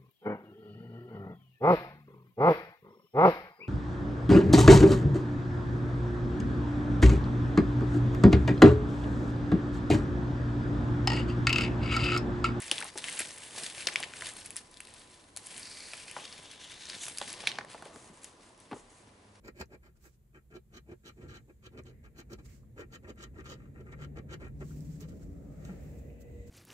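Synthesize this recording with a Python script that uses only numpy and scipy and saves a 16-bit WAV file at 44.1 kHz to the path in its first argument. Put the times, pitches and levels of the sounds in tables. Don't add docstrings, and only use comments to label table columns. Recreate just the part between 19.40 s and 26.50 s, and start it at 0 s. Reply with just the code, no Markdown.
import sys
import numpy as np
from scipy import signal
from scipy.fft import rfft, irfft
from scipy.io import wavfile
from scipy.ndimage import uniform_filter1d

SR = 44100
rng = np.random.default_rng(int(sys.argv[2]) if len(sys.argv) > 2 else 0)


def transcribe(u):
    v = np.clip(np.atleast_2d(u).T, -1, 1)
    q = np.round(v * 32767).astype(np.int16)
    wavfile.write(sys.argv[1], SR, q)


def makeup_ratio(level_db):
    decades = np.asarray(level_db, float) / 20
    return 10 ** decades


N = 313110


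def rms_one(x):
    return x / np.sqrt(np.mean(x ** 2) + 1e-20)


def in_time(rows):
    s, *columns = np.transpose(rows)
    return [np.interp(np.arange(N) / SR, s, c) for c in columns]


def at_hz(points, hz):
    table_hz, values = np.transpose(points)
    return np.interp(np.log(hz), np.log(table_hz), values)


def fft_hz():
    return np.fft.rfftfreq(N, 1 / SR) + 1


def colour(x, spectrum):
    hz = fft_hz()
    inside = (hz > spectrum[0][0]) & (hz < spectrum[-1][0])
    return rms_one(irfft(rfft(x) * makeup_ratio(at_hz(spectrum, hz)) * inside, N))


def drift(rate_hz):
    r = np.exp(-80 * np.pi * rate_hz / SR)
    noise = rng.standard_normal(N // 40 + 2002)
    slow = signal.lfilter([1], [1, -2 * r, r * r], noise)[2000:]
    return np.interp(np.arange(N) / 40, np.arange(len(slow)), rms_one(slow))


def resonate(x, hz, width_hz):
    r = np.exp(-np.pi * max(width_hz, 2) / SR)
    zeros = np.array([1, 0, -1]) * (1 - r * r) / 2
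    return signal.lfilter(zeros, [1, -2 * r * np.cos(2 * np.pi * hz / SR), r * r], x)


def passes(crest_s, sink_s, level_db):
    roundness = 1.7
    t = np.arange(N // 40 + 2) * 40 / SR
    away = np.abs(t[:, None] - crest_s) / np.maximum(sink_s, .012)
    power = makeup_ratio(level_db - 10 * away ** roundness) ** 2
    return np.interp(np.arange(N) / SR, t, np.sqrt(power.sum(axis=1)))


# f/Hz, left-right likeness [0..1]
PORT_LIKENESS = [(60, 0.9), (130, 0.93), (290, 0.77), (640, 0.24), (1410, 0.024), (3100, 0.0063),
                 (6820, 0.0015), (15000, 0.11)]


def diffuse():
    mid, side = rfft(rng.standard_normal((2, N)))
    alike = np.clip(at_hz(PORT_LIKENESS, fft_hz()), -1, 1)
    return irfft(np.sqrt(1 + alike) * mid + np.sqrt(1 - alike) * side * [[1], [-1]], N)


# f/Hz, density/dB per Hz
HISS_SPECTRUM = [(18, -40), (30, -10.5), (47, -3.5), (69, 0), (88, -28.5), (133, -8.5), (213, -22),
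                 (270, -42), (333, -25.5), (832, -41), (5910, -53.5), (9470, -46), (15600, -45.5)]


def hiss():
    return makeup_ratio(-63) * colour(diffuse(), HISS_SPECTRUM)


# t/s, f/Hz
EXHAUST_NOTE = [(0, 128.2), (3.7, 125.), (4.2, 134.), (4.45, 135), (4.7, 145.1), (5., 142.), (5.25, 147.),
                (5.5, 156.2), (5.8, 159.8), (6.4, 150.7), (7.1, 125.)]
# t/s, level/dB
FIRING_LEVEL = [(0, -81.5), (1.8, -72), (3, -68), (4.1, -66.5), (4.45, -57.5), (4.7, -53.5), (5.1, -60.5),
                (5.3, -56), (5.6, -49), (5.75, -60), (6.2, -54), (7.1, -68.5)]
# f/Hz, level/dB, centre t/s, spread/s
GEAR_TONES = [
    (212.1, -66, 4.87, 3.3),
    (282.5, -66.5, 5.73, .5),
    (476.6, -61.5, 6.98, 0.35),
    (556, -72.5, 6.8, 0.33),
]


def hums():
    waver_hz, waver_db = 1.21, 2
    t = np.arange(N) / SR
    tones = [(in_time(EXHAUST_NOTE)[0], in_time(FIRING_LEVEL)[0])]
    for hz, level_db, centre_s, spread_s in GEAR_TONES:
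        tones.append((hz, level_db - 8.7 * ((t - centre_s) / spread_s) ** 2))
    out = np.zeros(N)
    for hz, level_db in tones:
        phase = 2 * np.pi * np.cumsum(hz + waver_hz * drift(2.56)) / SR
        out += makeup_ratio(level_db + 4 + waver_db * drift(5.4)) * np.sin(phase)
    return out


# t/s, road roar level/dB, exhaust level/dB
VEHICLE = [(0.0, -68.5, -73), (.32, -74.5, -72), (.92, -89, -78.5), (1.4, -85, -64.5), (1.72, -76, -73.5),
           (1.86, -61, -54), (2.15, -75.5, -71), (2.41, -67, -61), (2.77, -66.5, -69), (2.98, -60.5, -63),
           (3.3, -66, -58), (3.62, -64.5, -63.5), (4.2, -58, -55), (4.61, -53.5, -53.5),
           (5.1, -57.5, -49.5), (5.3, -55.5, -48.5), (5.62, -56.5, -47.5), (5.8, -53, -52.5),
           (6.15, -55, -53.5), (6.45, -54.5, -53.5), (7.1, -56.5, -62.5)]
# f/Hz, density/dB per Hz
ROAR_SPECTRUM = [(110, -41), (190, -4), (253, -6.5), (288, -9.5), (329, -13), (383, -12.5), (472, -13.5),
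                 (785, -31), (1200, -43.5), (1560, -53), (2640, -120)]
# f/Hz, density/dB per Hz
TYRE_SPECTRUM = [(1000, -20), (1450, -11.5), (1750, -5.5), (2000, -5), (2200, -7.5), (2800, -16.5),
                 (3150, -30), (3850, -18), (4600, -47)]
# f/Hz, width/Hz, level/dB, centre t/s, spread/s
WHINE_BANDS = [(283.5, 11, -59.5, 5.77, 0.66), (470.5, 31, -61, 7.12, 0.71), (3830, 250, -86, 7.05, 0.14),
               (1900, 690, -71.5, 6.39, 0.16), (1970, 440, -77.5, 2.49, 0.19), (570, 103, -62, 6.37, 0.61),
               (2080, 500, -70.5, 3.1, 0.042), (246, 67, -58.5, 5.4, 0.17), (2000, 100, -72.5, 7.06, 0.38),
               (2520, 400, -77.5, 6.85, 0.49), (1260, 230, -74.5, 6.22, 0.27), (713, 170, -70, 6.4, 0.28)]


def traffic():
    t = np.arange(N) / SR
    roar_db, exhaust_db = in_time(VEHICLE)
    swing_db, load_db = roar_db + 60, exhaust_db + 60
    boom = rms_one(resonate(resonate(diffuse(), 52.7, 22), 74.3, 63))
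    boom_db = -53.5 + 0.48 * swing_db + 0.46 * load_db + 2.23 * drift(0.63)
    exhaust_hz, = in_time(EXHAUST_NOTE)
    band = signal.hilbert(resonate(resonate(diffuse(), 138.3, 24), 132.6, 67))
    shift = np.exp(2j * np.pi * np.cumsum(exhaust_hz - 140) / SR)
    exhaust = rms_one(np.real(band * shift))
    out = makeup_ratio(boom_db) * boom + makeup_ratio(exhaust_db + 1.24) * exhaust + hums()
    out += makeup_ratio(roar_db + drift(2.9)) * colour(diffuse(), ROAR_SPECTRUM)
    wheels_pass_db = 5.5 * np.exp(-((t - 6.45) / 0.24) ** 2)
    tyre_db = -81.5 + 0.55 * swing_db + wheels_pass_db + drift(1.5)
    out += makeup_ratio(tyre_db) * colour(diffuse(), TYRE_SPECTRUM)
    for hz, width_hz, level_db, centre_s, spread_s in WHINE_BANDS:
        whine = rms_one(resonate(resonate(diffuse(), hz, width_hz), hz, 1.73 * width_hz))
        out += makeup_ratio(level_db - 5.9 * ((t - centre_s) / spread_s) ** 2) * whine
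    return out


# crest t/s, time to sink 10 dB/s, level/dB
FINGER_BRUSHES = [(.2, 0.5, -100), (1.3, 5.5, -91), (1.86, 0.4, -82), (2.47, -0.77, -74), (2.98, 0, -86),
                  (3.6, 1.8, -90), (4.5, 1.2, -89.5), (5.3, 0.04, -70), (5.38, 0, -73), (5.46, 0.02, -73),
                  (5.55, 0.06, -75), (6.1, 1.4, -85.5), (6.42, 0.44, -78), (6.59, -0.24, -70),
                  (6.82, -0.5, -67), (7.06, 0.25, -75.5)]
# crest t/s, time to sink 10 dB/s, level/dB, share above 9 kHz re level/dB
SLIDES = [(.57, 0, -77.5, -10), (0.658, 0.04, -66, -4.5), (.737, .025, -77, -26),
          (3.059, 0.0064, -60.5, -11), (3.122, 0.0751, -67.5, -9), (5.211, -0.03, -70, -34),
          (5.26, 0.1, -75, -16), (5.32, 0.1, -67, -6), (5.375, 0.17, -81, -10), (5.416, 0.12, -73, -3),
          (5.47, 0.2, -75, -13), (5.54, 0.07, -68, -9), (5.612, -0.016, -57, -5), (5.63, 0.01, -70, -4),
          (5.692, -0.04, -63, -12), (5.77, 0, -79, -14), (5.83, 0.02, -66.5, -12), (5.74, 0.3, -75, -8),
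          (5.95, 0.8, -95.5, 6), (6.19, 0.2, -78, -6), (6.36, 0.2, -80, -12), (6.256, -0.05, -66.5, -8),
          (6.3, .09, -74, -8), (6.44, 0.17, -74.5, -4), (6.58, 0.2, -79, 1.5), (6.816, -0.02, -66, 0.5),
          (6.93, .15, -92, 10), (7.079, 0.01, -67, -5)]
# f/Hz, density/dB per Hz
CLOTH_SPECTRUM = [(530, -41), (900, -5), (1120, 1), (1360, -2.5), (1600, -2), (2550, -1), (3490, -6),
                  (7410, 3.5), (8800, -7.5), (11400, -19), (19400, -120)]


def rustle():
    grains = diffuse() * makeup_ratio(1.1 * drift(59))
    skin = colour(diffuse(), [(3000, -8.5), (4500, -12.0), (5600, -12.0), (6600, -1.5),
                              (7400, 0.0), (8200, -6.0), (8700, -20.0)])
    finger_drag = makeup_ratio(-25.5) * pressure(column=0, narrow=1.0)
    out = (passes(*np.transpose(FINGER_BRUSHES)) + finger_drag) * skin
    fibres = colour(grains, CLOTH_SPECTRUM)
    airy = colour(grains, [(8600, -17.0), (11000, 6.0), (13500, 7.0), (15750, 9.0)])
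    crest_s, sink_s, level_db, airy_db = np.transpose(SLIDES)
    out = out + passes(crest_s, sink_s, level_db) * fibres
    return out + passes(crest_s, sink_s, level_db + airy_db) * airy


# t/s, peak level/dB, f/Hz
CARD_TICKS = [(.211, -27, 840), (.216, -49, 4500), (.258, -46, 6300), (.484, -64, 1610), (.556, -59, 1390),
              (2.267, -34.5, 3280), (2.437, -41.5, 7350), (2.466, -60.5, 5030), (3.055, -48, 6900),
              (3.232, -53.5, 1110), (3.759, -51, 8000), (3.7592, -51, 12500), (4.002, -52, 6040),
              (4.405, -54, 2490), (5.083, -47, 10500), (5.083, -47, 7600), (5.308, -42.5, 1406),
              (5.407, -40.5, 5430), (5.407, -37.5, 7800), (5.407, -46.5, 12900), (5.728, -48, 1350),
              (5.82, -48.5, 1470), (5.607, -33, 6100), (6.702, -45, 2300), (6.293, -41, 690),
              (6.294, -46, 1500), (6.625, -58, 2000), (6.89, -50, 2000), (7.097, -51, 1500),
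              (7.097, -50, 4010),
              (4.0445, -46., 8000),
    (4.0446, -47., 12500),
    (6.2515, -34., 6600),
    (6.2518, -42., 2400),
    (6.2518, -44., 1400),
    (6.2516, -43., 10500),
    (6.2514, -42., 3800),
]
# t/s, peak level/dB, f/Hz
KNUCKLE = [
    (6.291, -31, 183),
]


def taps():
    out, t = np.zeros(N + SR), np.arange(round(.1 * SR)) / SR
    for s, peak_db, hz in CARD_TICKS:
        tick = resonate(resonate(t == 0, hz, 0.23 * hz), hz, 0.46 * hz)
        out[round(s * SR):][:len(t)] += makeup_ratio(peak_db - 10.0) * tick / np.abs(tick).max()
    for s, peak_db, hz in KNUCKLE:
        thud = np.sin(2 * np.pi * hz * t) * np.exp(-t / 0.0185) * (1 - np.exp(-t / 0.0026))
        thud += 0.31 * np.sin(2 * np.pi * 520 * t) * np.exp(-t / 0.0016)
        out[round(s * SR):][:len(t)] -= makeup_ratio(peak_db + 0.5) * thud
    return out[:N]


# t/s, peak level/dB
RIDGE_SNAGS = [(0.041, -52), (0.071, -49), (0.185, -38), (0.214, -34), (0.43, -44), (0.651, -54),
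               (0.947, -55), (1.115, -51), (1.158, -53), (1.323, -50), (1.495, -52), (1.645, -57),
               (1.659, -65), (1.825, -58), (1.889, -53), (2.248, -48), (2.269, -38), (2.391, -54),
               (2.653, -54), (2.898, -59), (2.908, -54), (2.987, -55), (3.36, -57), (3.382, -45),
               (3.526, -45), (3.639, -55), (3.778, -44), (3.962, -54), (4.055, -33), (4.405, -52),
               (4.467, -48), (4.525, -38), (4.6, -36), (4.763, -47), (4.891, -56), (4.899, -41),
               (5.005, -45), (5.015, -43), (5.218, -54)]


def snags():
    shudder_s, force_db = 0.0035, -13
    force, t = np.zeros(N), np.arange(round(.03 * SR)) / SR
    for s, peak_db in RIDGE_SNAGS:
        force[round(s * SR):][:len(t)] += makeup_ratio(peak_db + force_db) * np.exp(-t / shudder_s)
    return force * rng.choice([-1, 1], N)


def grit(per_s, uneven_db):
    steady = .7
    sizes = makeup_ratio(uneven_db * np.minimum(rng.exponential(1, N), 5)) * rng.choice([-1, 1], N)
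    grains = rms_one(sizes * (rng.random(N) < per_s / SR))
    flow = np.abs(uniform_filter1d(grains ** 2, size=1100)) + .05
    return rms_one(grains / flow ** (steady / 2))


# start t/s, swell/s, rasp level/dB, board push re rasp/dB, sizzle re rasp/dB
SWELL_STROKES = [(.066, 0.018, -52, 3, -8.5), (0.199, 0.011, -39.5, 1.5, -5),
                 (.312, 0.036, -58.5, 8.5, -11), (1.141, 0.027, -55, 7, -8), (1.333, 0.043, -54, 0, -2.5),
                 (1.488, 0.04, -59, 11.5, -13), (2.256, 0.0059, -51, 1, -0.5), (2.373, 0.018, -52, 6, -9),
                 (2.767, 0.041, -55.5, 2.5, -1), (2.905, 0.03, -51, 4, -4), (3.519, 0.037, -52, -1, -3.5),
                 (3.678, 0.022, -48.5, 5, -8), (3.814, 0.024, -54, -12, 2.5),
                 (3.976, 0.028, -52.5, 4.5, -16), (4.515, 0.016, -49, -8.5, -17),
                 (4.591, 0.053, -50.5, -5, -9), (4.762, 0.024, -50.5, 5.5, -13),
                 (4.9, 0.04, -48.5, 0.7, -6.5), (5.206, 0.011, -47.5, 6, -20), (6.2, 0.087, -66, 3, -4)]
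# start t/s, fade/s, rasp level/dB, board push re rasp/dB, sizzle re rasp/dB
DIG_STROKES = [(.555, 0.048, -80.5, 4, -8), (.642, 0.023, -62, -0.5, -26), (1.106, 0.011, -60, 3, -17),
               (1.879, 0.056, -54, -3, -8.5), (2.45, 0.05, -64, 8.5, -3), (2.982, 0.013, -58.5, 6.5, -10),
               (3.63, 0.036, -60, 8, -21), (4.398, 0.0037, -59, 11.5, -12), (4.458, 0.053, -60, 3.5, -36),
               (5, 0.029, -52.5, 6, -21), (5.612, 0.029, -61.5, 7.5, -3), (6.285, 0.033, -62.5, 13.5, -16)]
# start t/s, rise/s, rasp level/dB, board push re rasp/dB, sizzle re rasp/dB
SWEEP_STROKES = [(.04, 0.023, -59, 7, -6.5), (0.159, 0.029, -59.5, 3.5, -4), (.43, 0.028, -63, 0, -9),
                 (.942, 0.021, -57.5, -2.5, -20), (1.647, 0.026, -54, 1, -2),
                 (1.77, 0.018, -67.5, 15.5, -25), (1.805, 0.03, -58.5, 7.5, -15),
                 (1.934, 0.024, -55, -2, -4.5), (2.083, 0.014, -65.5, 12.5, -22),
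                 (2.226, 0.018, -58.5, -2.5, -9), (2.327, 0.033, -67.5, 16, -26),
                 (2.634, 0.018, -57.5, -4, -12), (3.375, 0.025, -48.5, 6.5, -11.5),
                 (3.777, 0.038, -54.5, 0.5, -6), (3.943, 0.022, -61.5, 8, -23.5),
                 (4.049, 0.031, -52, 0, -4.5), (4.09, 0.028, -53.5, 5.5, 1), (4.17, 0.05, -64, -3, -19),
                 (4.345, 0.036, -65, 9.5, -27), (5.032, 0.022, -54, 4, -16.5),
                 (5.67, 0.034, -69.5, 3.5, -5.5)]


def pressure(column, narrow):
    stop_s, dig_s = 0.0081, 0.012
    rise_curve, fall_curve = 2.7, 2.07
    power, t = np.zeros(N), np.arange(N) / SR
    strokes = [(row, row[1], stop_s) for row in SWELL_STROKES]
    strokes += [(row, dig_s, row[1]) for row in DIG_STROKES]
    strokes += [(row, row[1], row[1]) for row in SWEEP_STROKES]
    for row, rise_s, fall_s in strokes:
        crest_s = row[0] + rise_s
        near = slice(max(round((crest_s - .2) * SR), 0), round((crest_s + .2) * SR))
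        late_s = t[near] - crest_s
        away = np.where(late_s < 0, -late_s / max(rise_s, .004), late_s / max(fall_s, .004))
        curve = np.where(late_s < 0, rise_curve, fall_curve)
        peak_db = row[2] + (row[column] if column else 0)
        power[near] += makeup_ratio(peak_db - 6.86 * narrow * away ** curve) ** 2
    return np.sqrt(power)


def board(force, modes, trim_db, tilt_db, pivot_hz=1600):
    field_change_s = [.8, 3.25]
    field = np.searchsorted(field_change_s, np.arange(N) / SR)
    out, unit = 0, 0
    for k, (hz, width_hz, *levels_db) in enumerate(modes):
        share_db = np.take(levels_db, field) + tilt_db * np.log2(hz / pivot_hz) + 1.3 * drift(7.5)
        out = out + (-1) ** k * resonate(makeup_ratio(share_db) * force, hz, width_hz)
        unit += makeup_ratio(np.mean(levels_db)) ** 2 * np.pi * width_hz / SR
    return makeup_ratio(trim_db) * out / np.sqrt(unit)


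# f/Hz, width/Hz, level/dB on fields 1, 2, 3
LOW_MODES = [(68, 24.4, -6, -3.5, -2.5), (125, 52, -8.5, -4, -6), (218, 60, -6, -4, -6),
             (362, 45, 1.5, 1, 0.5), (453, 44, -5.5, -3.5, -5), (501.6, 46.6, -6.5, -9.5, -7.5),
             (622, 118, -12, -15.5, -14), (783, 280, -21.5, -22, -21)]
# f/Hz, width/Hz, level/dB on fields 1, 2, 3
HIGH_MODES = [(630, 150, -15, -13.5, -17), (831, 120, 0, -7, -9.5), (930, 130, -5, -12.5, -11),
              (1103, 43, 1, -1.5, -1), (1183, 97, -4, -0.5, -1.5), (1346, 86, 1, 3, 4.5),
              (1632, 74, 5, 5.5, 3.5), (1874, 122, 1.5, 0.5, 5.5), (2090, 156, 0, -1, 2.5),
              (2380, 72, 7.5, 7, 4.5), (2712, 85, -4.5, -3, -0.5), (2900, 50, -11.5, -15, -7.5),
              (3070, 66, -15.5, -8, -14.5)]
# f/Hz, width/Hz, level/dB on fields 1, 2, 3
RIM_MODES = [(3025, 270, -1.5, 1.5, 5), (3950, 150, -0.5, 2.5, 1), (4130, 170, 2.5, 2, -2.5),
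             (4945, 570, 2, -3.5, -2.5), (5830, 320, -6, 0.5, -1), (6810, 390, 2.5, 1.5, 3),
             (7600, 630, 0.5, -4.5, -4), (8600, 1500, -26, -21, -16), (10700, 260, -13, -10, -12.5),
             (12640, 2500, -9, -9, -12.5)]
# t/s, rasp tilt/dB per octave, sizzle tilt/dB per octave
CONTACT_SPOT = [(0, -1.5, -0.5), (.6, -4.5, -1.5), (1.2, -3.5, -3.5), (2.3, -2, -7), (2.9, -5.5, -1.5),
                (3.4, -2.5, 0), (4.1, -7, -3), (4.7, -6, -3), (5.3, -5.5, -3.5), (7.1, 6, 11)]


def coin():
    rasp_tilt_db, sizzle_tilt_db = in_time(CONTACT_SPOT)
    catch = makeup_ratio(2.58 * drift(97))
    rasp_force = grit(3000, 5.07) * catch * pressure(column=0, narrow=0.98) + snags()
    rasp = board(rasp_force, HIGH_MODES, -2.88, rasp_tilt_db)
    lean_on = uniform_filter1d(pressure(column=3, narrow=0.81), size=700)
    push = board(grit(3000, 1.87) * lean_on, LOW_MODES, 1.0, 0)
    own_per_port = np.array([grit(7000, 3.6) for port in "LR"])
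    tearing = grit(7000, 4.8) + .8 * own_per_port
    sizzle_force = tearing * catch * pressure(column=4, narrow=1.82) + makeup_ratio(-16.0) * snags()
    sizzle = board(sizzle_force, RIM_MODES, -3.5, sizzle_tilt_db, pivot_hz=5400)
    return rasp + push + sizzle


def cabin(x):
    t60_s, level_db = 0.07, -8.5
    t = np.arange(round(.3 * SR)) / SR
    tail = rng.standard_normal((2, len(t))) * makeup_ratio(-60 * t / t60_s) * (t > .002)
    tail = signal.sosfilt(signal.butter(1, [600., 5000.], "band", fs=SR, output="sos"), tail)
    tail = tail / np.sqrt(np.sum(tail ** 2, axis=1, keepdims=True))
    return makeup_ratio(level_db) * signal.fftconvolve(x, tail, axes=1)[:, :N]


# f/Hz, phase/rad
LEFT_LAG = [(60, 0.0066), (480, 0.092), (1000, 0.7), (1600, 2.56), (2600, 4.42), (3600, 3), (5000, 4.15),
            (8000, 9.85), (16000, 20.5)]
# f/Hz, level/dB
PORT_LEAN = [(60, 0), (130, 0.5), (200, 2), (380, -2.5), (700, 0.8), (1200, 1), (1550, 7.5), (2400, -1.5),
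             (3000, -2.5), (4400, -8.5), (5500, -3), (6600, 2), (8300, -13), (9800, 1.5), (15000, -3.5)]


def scene():
    hz, sides = fft_hz(), np.array([[.5], [-.5]])
    near = coin() + taps()
    direct = irfft(rfft(near) * np.exp(-1j * at_hz(LEFT_LAG, hz) * sides), N)
    air = traffic() + rustle() + cabin(near) + direct
    return irfft(rfft(air) * makeup_ratio(at_hz(PORT_LEAN, hz) * sides), N) + hiss()


def top_cut(x):
    return signal.sosfilt(signal.butter(12, 15770, fs=SR, output="sos"), x)


def record(dry):
    mix = signal.sosfilt(signal.butter(2, 38., "high", fs=SR, output="sos"), dry)
    return top_cut(mix)


dry = scene()
out = record(dry)
transcribe(out)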